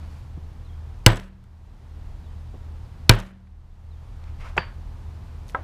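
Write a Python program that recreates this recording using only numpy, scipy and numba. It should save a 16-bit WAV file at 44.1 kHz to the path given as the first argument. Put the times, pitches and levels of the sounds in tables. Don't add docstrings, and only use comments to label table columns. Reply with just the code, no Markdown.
import sys
import numpy as np
from scipy import signal
from scipy.fft import rfft, irfft
from scipy.io import wavfile
from scipy.ndimage import uniform_filter1d
from numba import njit

SR = 44100
rng = np.random.default_rng(int(sys.argv[2]) if len(sys.argv) > 2 else 0)


def rack_gain(trim_db):
    fader = np.asarray(trim_db, float)
    return 10 ** (fader / 20)


def unload_audio(sound):
    columns = np.transpose(np.atleast_2d(sound))
    steps = np.round(np.clip(columns, -1, 1) * 32767)
    wavfile.write(sys.argv[1], SR, steps.astype(np.int16))


N = 248660
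T = np.arange(N) / SR

# start_s, level_db, steel_ring_db, table_boom_db, punch_ring_db
BLOWS = [
    (1.0628, 9.5, -0.7, -1.5, -5.5),
    (3.094, 8.5, -11, 0.15, 0),
]
# pitch_hz, level_db, t60_s
STEEL = [(2454, -6, .025), (3000, -8, 0.011), (3788, -2.5, 0.019), (4330, -1, 0.013), (5420, -4.5, 0.018),
         (6430, -9.5, 0.0054), (12080, -25, .01)]
# pitch_hz, level_db, t60_s
HAMMER_FACE = [(2876, -4, 0.024), (5095, -2.5, .018), (6030, -8.5, .016), (7880, -8, .02),
               (11075, -13, 0.011)]
# pitch_hz, level_db, t60_s
HAMMER_HEAD = [(2890, -34, .2), (7760, -43, .2), (7951, -40, .28), (8130, -42, .18)]
# pitch_hz, level_db, t60_s
BLOCK = [(638, -14, .06), (841.7, -16, 0.04), (1000, -14, 0.05), (1163, -17.5, .05), (1503, -9.5, .04),
         (1620, -16, 0.05), (2040, -16, 0.03), (2330, -17.5, 0.067)]
# pitch_hz, level_db, t60_s
TABLE = [(52, -18, .12), (93.5, -12, 0.1), (112.2, -2.5, .2), (189.8, -30.5, 0.98), (208.9, -21, .1),
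         (257.2, -20, 0.019), (336.3, -22.5, .15), (400, -20, .06), (460, -21, 0.1), (514, -18, 0.09)]
# pitch_hz, level_db, t60_s
LEGS = [(34.8, -11.5, 0.3)]
# delay_s, level_db, centre_hz, smear_t60_s
ECHOES = [(.017, -32.5, 8517, .03), (.042, -31, 3200, 0.013), (.056, -45, 9000, 0.038),
          (.094, -47.5, 7000, 0.057), (.106, -40, 4500, 0.032), (.125, -64, 7000, .5),
          (0.17, -58.5, 3500, 0.084), (.377, -60, 1780, 0.031)]
# pitch_hz, level_db, t60_s
YARD = [(178.4, -27.5, 0.36), (330, -24.5, .3), (570, -24, 0.28), (966, -24, 0.28), (1590, -26.5, .34),
        (2820, -28.5, 0.29), (4500, -37, 0.13), (7000, -45.5, 0.13), (11000, -51, 0.24)]
# start_s, level_db
PUNCH_DOWN = [
    (4.578, -9),
    (4.5806, -10),
]
# pitch_hz, level_db, t60_s
PUNCH = [(375, -8, 0.037), (520, -13, 0.1), (770, -9, 0.015), (930, 2, 0.035), (1176, -4.5, 0.035),
         (1420, -1, 0.031), (1730, -2.5, 0.017), (2060, -7, 0.025), (2580, -1, 0.017), (3250, -2, 0.016),
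         (4090, -13, 0.0099)]
# pitch_hz, level_db, t60_s
SHANK = [(4565, -40.5, .29), (4838, -42.5, .19)]
# start_s, level_db
HAMMER_DOWN = [
    (5.5473, -14),
    (5.5512, -26),
]
# pitch_hz, level_db, t60_s
HANDLE = [(400, -8.5, .05), (543, -10, 0.066), (757, -5, 0.08), (984, -2.5, 0.055), (1100, 7, 0.012),
          (1308, -9, 0.05), (1614, -2, 0.055), (2010, -13, 0.025), (3460, -13, 0.014)]
# start_s, peak_db, pitch_hz, t60_s
THUDS = [(0.371, -50, 400, 0.11), (0.374, -30.5, 108, 0.094), (2.54, -37, 330, 0.07),
         (4.566, -23, 700, 0.08), (4.567, -45.5, 5700, 0.1), (4.577, -27, 195, 0.096),
         (5.636, -35, 600, 0.046)]
# start_s, peak_db, pitch_hz
TICKS = [(1.146, -31.5, 2010), (1.198, -30, 3200), (1.2, -38, 9000), (1.440, -49, 8000),
         (3.127, -30, 3000), (3.139, -34.5, 3460), (4.24, -46, 2500), (4.30, -51, 2014),
         (4.622, -58.5, 3980), (5.482, -45.5, 5960), (5.490, -43, 3430), (5.497, -52, 8000),
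         (5.497, -40, 2500), (5.511, -61, 9000), (5.522, -50.5, 6000)]
# start_s, hold_s, level_db, rise_s, fall_s (rise and fall over 20 dB)
BRUSH = [(0, 0.15, -62, .05, 0.16), (4.24, 0.035, -58.5, 0.063, 0.16), (4.415, .065, -45, .04, .1)]
# pitch_hz, level_db_per_hz
CLOTH = [(240, -52), (400, -9.5), (1240, -5), (1910, -13), (2050, -8.5), (3670, -21.5), (5480, -25.5),
         (14000, -42.5)]
# start_s, hold_s, level_db, rise_s, fall_s
SLEEVE = [(.12, .08, -71, 0.35, .15), (4.585, .002, -73, .04, .025), (5.5, .002, -58, .04, 0.028)]
# start_s, hold_s, level_db, rise_s, fall_s
SLIDE = [(0, .2, -72, .05, .15)]
SLIDE_HZ = (2500, 4500)
# start_s, level_db, held_end_db, pitch_factor
BIRD = [(.645, -68, 0, 1.), (2.237, -67, -5, .95), (2.83, -70, -40, 1.24), (3.9, -66, -8, 1.)]
# time_s, pitch_hz
CALL = [(0, 4080), (.018, 4050), (.026, 3670), (0.044, 3630), (.052, 3270), (.14, 3190)]
# pitch_hz, level_db_per_hz
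TOWN = [(14, -29.5), (24, -2.5), (50, -9), (90, -12.5), (122, -16), (171, -21.5), (342, -32), (600, -35.5),
        (880, -33.5), (1400, -40.5), (2270, -46), (4000, -49.5), (12400, -63.5), (15500, -66)]
# time_s, level_db
SWELL = [(0, 4.5), (.3, 1.5), (1.1, 2), (1.55, 4), (2.1, 2), (3, 2), (3.9, .5), (4.4, 2), (5.64, 4)]
# pitch_hz, wander_width_hz, level_db
HUM = [(38.93, 8, -43), (115.5, 18, -50), (179, 7.2, -68.5)]

FAR_DB, FAR_STRETCH = -29, 2.3
MOTOR_HZ, MOTOR_DB, PARTNER_DB = 78.72, -37, -7.5
FIRST_BEAT_S, BEAT_HZ, SLOWS_S, LATE_BEAT_HZ = 0.035, 2.58, 4.28, 3.71
GAIN_TOP_DB, GAIN_RATIO = -14, 3.7
GAIN_FALL_S, GAIN_HOLD_S, GAIN_RISE_DB_S = 0.01, 0.45, 18


def level(x, db):
    return x * rack_gain(db) / np.sqrt(np.mean(x ** 2))


def band(x, hz, width):
    return signal.lfilter(*signal.iirpeak(min(hz, .45 * SR), hz / width, fs=SR), x)


def steep(count, hz, width):
    once = band(rng.standard_normal(count), hz, width)
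    return level(band(once, hz, width), 0)


def colour(shape, count):
    hz, db = np.transpose(shape)
    log_hz = np.log(np.arange(1, count // 2 + 2) * SR / count)
    gain = rack_gain(np.interp(log_hz, np.log(hz), db))
    return irfft(rfft(rng.standard_normal(count)) * gain, count)


def fade(t60, length=1.):
    return np.exp(-np.log(1000) * np.arange(int(length * SR)) / SR / t60)


def walk(rate, count=N):
    k = int(SR / rate)
    steps = np.repeat(rng.standard_normal(count // k + 1), k)
    return 1.3 * uniform_filter1d(uniform_filter1d(steps, k), k)[:count]


def ring(modes, push_s, scatter_db, flip=1):
    t = np.arange(SR) / SR
    luck = rng.standard_normal((len(modes), 2))
    tones = np.zeros(SR)
    for k, (hz, db, t60) in enumerate(modes):
        strength = flip ** k * rack_gain(db + scatter_db * luck[k, 0])
        pitch = hz * (1 + 0.001 * luck[k, 1])
        tones += strength * fade(t60) * np.sin(2 * np.pi * pitch * t)
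    push = np.hanning(int(push_s * SR) + 3)
    return np.convolve(tones, push / push.sum())[:SR]


def strokes(rows):
    gain = np.zeros(N)
    for s, hold, db, rise, fall in rows:
        before = np.maximum((s - T) / rise, 0)
        after = np.maximum((T - s - hold) / fall, 0)
        gain += rack_gain(db - 20 * before - 20 * after)
    return gain


def add(out, s, x):
    i = int(s * SR)
    out[i:i + len(x)] += x[:N - i]


def blows():
    out = np.zeros(N)
    for s, db, ring_db, boom_db, punch_db in BLOWS:
        steel = rack_gain(punch_db) * ring(STEEL, push_s=.00005, scatter_db=1.5)
        steel += rack_gain(ring_db) * ring(HAMMER_FACE, push_s=.00005, scatter_db=-2.0)
        steel += rack_gain(ring_db + 4.4 * walk(220, count=SR)) * ring(HAMMER_HEAD, 0, scatter_db=1.0)
        crack = rack_gain(-3) * fade(0.013) * band(rng.standard_normal(SR), 6600, 4200)
        add(out, s, rack_gain(db) * (steel + crack + answer(0.0035, patchy_db=2.1)))
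        add(out, s + .0012, rack_gain(db) * ring(BLOCK, push_s=.0002, scatter_db=2, flip=-1.054))
        add(out, s + .0013, -rack_gain(db - 5.5) * np.hanning(int(.0032 * SR)))
        add(out, s + .0032, rack_gain(db + boom_db) * ring(TABLE, push_s=0.0007, scatter_db=1.0))
        add(out, s + .011, -rack_gain(db + boom_db) * ring(LEGS, push_s=.006, scatter_db=0.0))
        for delay, echo_db, hz, t60 in ECHOES:
            smear = fade(t60, .1) * steep(int(.1 * SR), hz, 1.3 * hz)
            add(out, s + delay, rack_gain(db + echo_db) * smear)
    return out


def answer(delay_s, patchy_db, stretch=1.):
    rise = 1 - np.exp(-np.arange(SR) / SR / delay_s)
    grain = rack_gain(patchy_db * walk(300, count=SR))
    walls = np.zeros(SR)
    for hz, db, t60 in YARD:
        decay = fade(stretch * t60) + rack_gain(FAR_DB) * fade(FAR_STRETCH * t60)
        walls += rack_gain(db) * decay * steep(SR, hz, 0.62 * hz)
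    return rise * grain * walls


def landing(knocks, modes, push_s, yard_hz):
    out = np.zeros(N)
    for s, db in knocks:
        add(out, s, rack_gain(db - 7.5) * ring(modes, push_s, scatter_db=5.5, flip=-1.032))
        click = ring([(1.46 * yard_hz, 0, .006)], 2 * push_s, scatter_db=-1)
        add(out, s, -rack_gain(db + 4.5) * click)
    reply = answer(0.0012, patchy_db=1.5, stretch=0.88)
    for _ in range(2):
        reply = band(reply, yard_hz, 1.8 * yard_hz)
    first_s, first_db = knocks[0]
    add(out, first_s, rack_gain(first_db + 1.5) * reply)
    return out


def laid_down():
    out = landing(PUNCH_DOWN, PUNCH, push_s=.0002, yard_hz=1700)
    out += landing(HAMMER_DOWN, HANDLE, push_s=.0003, yard_hz=780)
    add(out, PUNCH_DOWN[0][0], ring(SHANK, 0, scatter_db=0.5))
    for s, db, hz, t60 in THUDS:
        shape = fade(t60, .2) * (1 - fade(0.0058, .2))
        add(out, s, rack_gain(db) * shape * steep(int(.2 * SR), hz, 0.67 * hz))
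    return out


def ticks():
    out = np.zeros(N)
    for s, db, hz in TICKS:
        add(out, s, rack_gain(db) * fade(0.0085, .05) * steep(int(.05 * SR), hz, 0.98 * hz))
    return out


def brush():
    cloth = colour(CLOTH, N)
    grain = np.zeros(N)
    for hz in (700, 1300, 2500, 5000, 9500):
        grain += band(cloth, hz, .8 * hz) * rack_gain(2.8 * walk(60))
    return level(grain, 0) * strokes(BRUSH)


def sleeve():
    rustle = strokes(SLEEVE) * rack_gain(2.1 * walk(230)) * steep(N, 4910, 10000)
    slide = strokes(SLIDE) * sum(steep(N, hz, 1100) for hz in SLIDE_HZ)
    return rustle + slide


def bird():
    out = np.zeros(N)
    s, hz = np.transpose(CALL)
    t = np.arange(int(s[-1] * SR)) / SR
    turns = np.cumsum(np.interp(t, s, hz)) / SR
    edges = np.clip(np.minimum(t / .006, (t[-1] - t) / .03), 0, 1)
    for start, db, end_db, pitch in BIRD:
        held_end = end_db * np.clip((t - .04) / 0.02, 0, 1)
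        gain = rack_gain(db + held_end + 3 * walk(120, count=len(t)))
        add(out, start, gain * edges * np.sin(2 * np.pi * pitch * turns))
    return out


def motor():
    beats = BEAT_HZ * (T - FIRST_BEAT_S) + (LATE_BEAT_HZ - BEAT_HZ) * np.maximum(T - SLOWS_S, 0)
    turns = MOTOR_HZ * T
    partner = rack_gain(PARTNER_DB + 0.75 * walk(3.3)) * np.sin(2 * np.pi * (turns - beats))
    hums = sum(rack_gain(db) * steep(N, hz, width) for hz, width, db in HUM)
    return rack_gain(MOTOR_DB) * (np.sin(2 * np.pi * turns) + partner) + hums


def traffic():
    town = level(colour(TOWN, N), -43.5)
    low = signal.sosfilt(signal.butter(2, 60, fs=SR, output="sos"), town)
    swell = rack_gain(np.interp(T, *np.transpose(SWELL)))
    return (town - low) * swell + low * rack_gain(4.1 * walk(3.1))


def scene():
    tools = blows() + laid_down() + ticks()
    fabric = brush() + sleeve()
    return (tools + fabric + bird() + motor() + traffic())[None]


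@njit
def follow(want_db, fall, hold, rise):
    out, g, wait = np.empty(len(want_db)), 0., 0.
    for i in range(len(want_db)):
        if want_db[i] < g:
            g, wait = g + fall * (want_db[i] - g), hold
        elif wait > 0:
            wait -= 1
        else:
            g = min(g + rise, want_db[i])
        out[i] = g
    return out


def band_limit(x):
    return signal.sosfilt(signal.butter(12, 16270, fs=SR, output="sos"), x)


def record(dry):
    loudness = uniform_filter1d(np.abs(dry[0]), size=257, origin=128)
    loud_db = 20 * np.log10(loudness + 1e-9)
    want_db = -np.maximum(loud_db - GAIN_TOP_DB, 0) * (1 - 1 / GAIN_RATIO)
    gain_db = follow(want_db, 1 / (GAIN_FALL_S * SR), GAIN_HOLD_S * SR, GAIN_RISE_DB_S / SR)
    clipped = np.clip(dry * rack_gain(gain_db), -.92, .92)
    top_cut = signal.ellip(10, .1, 60, 15200, fs=SR, output="sos")
    return band_limit(signal.sosfilt(top_cut, clipped))


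dry = scene()
out = record(dry)
unload_audio(out)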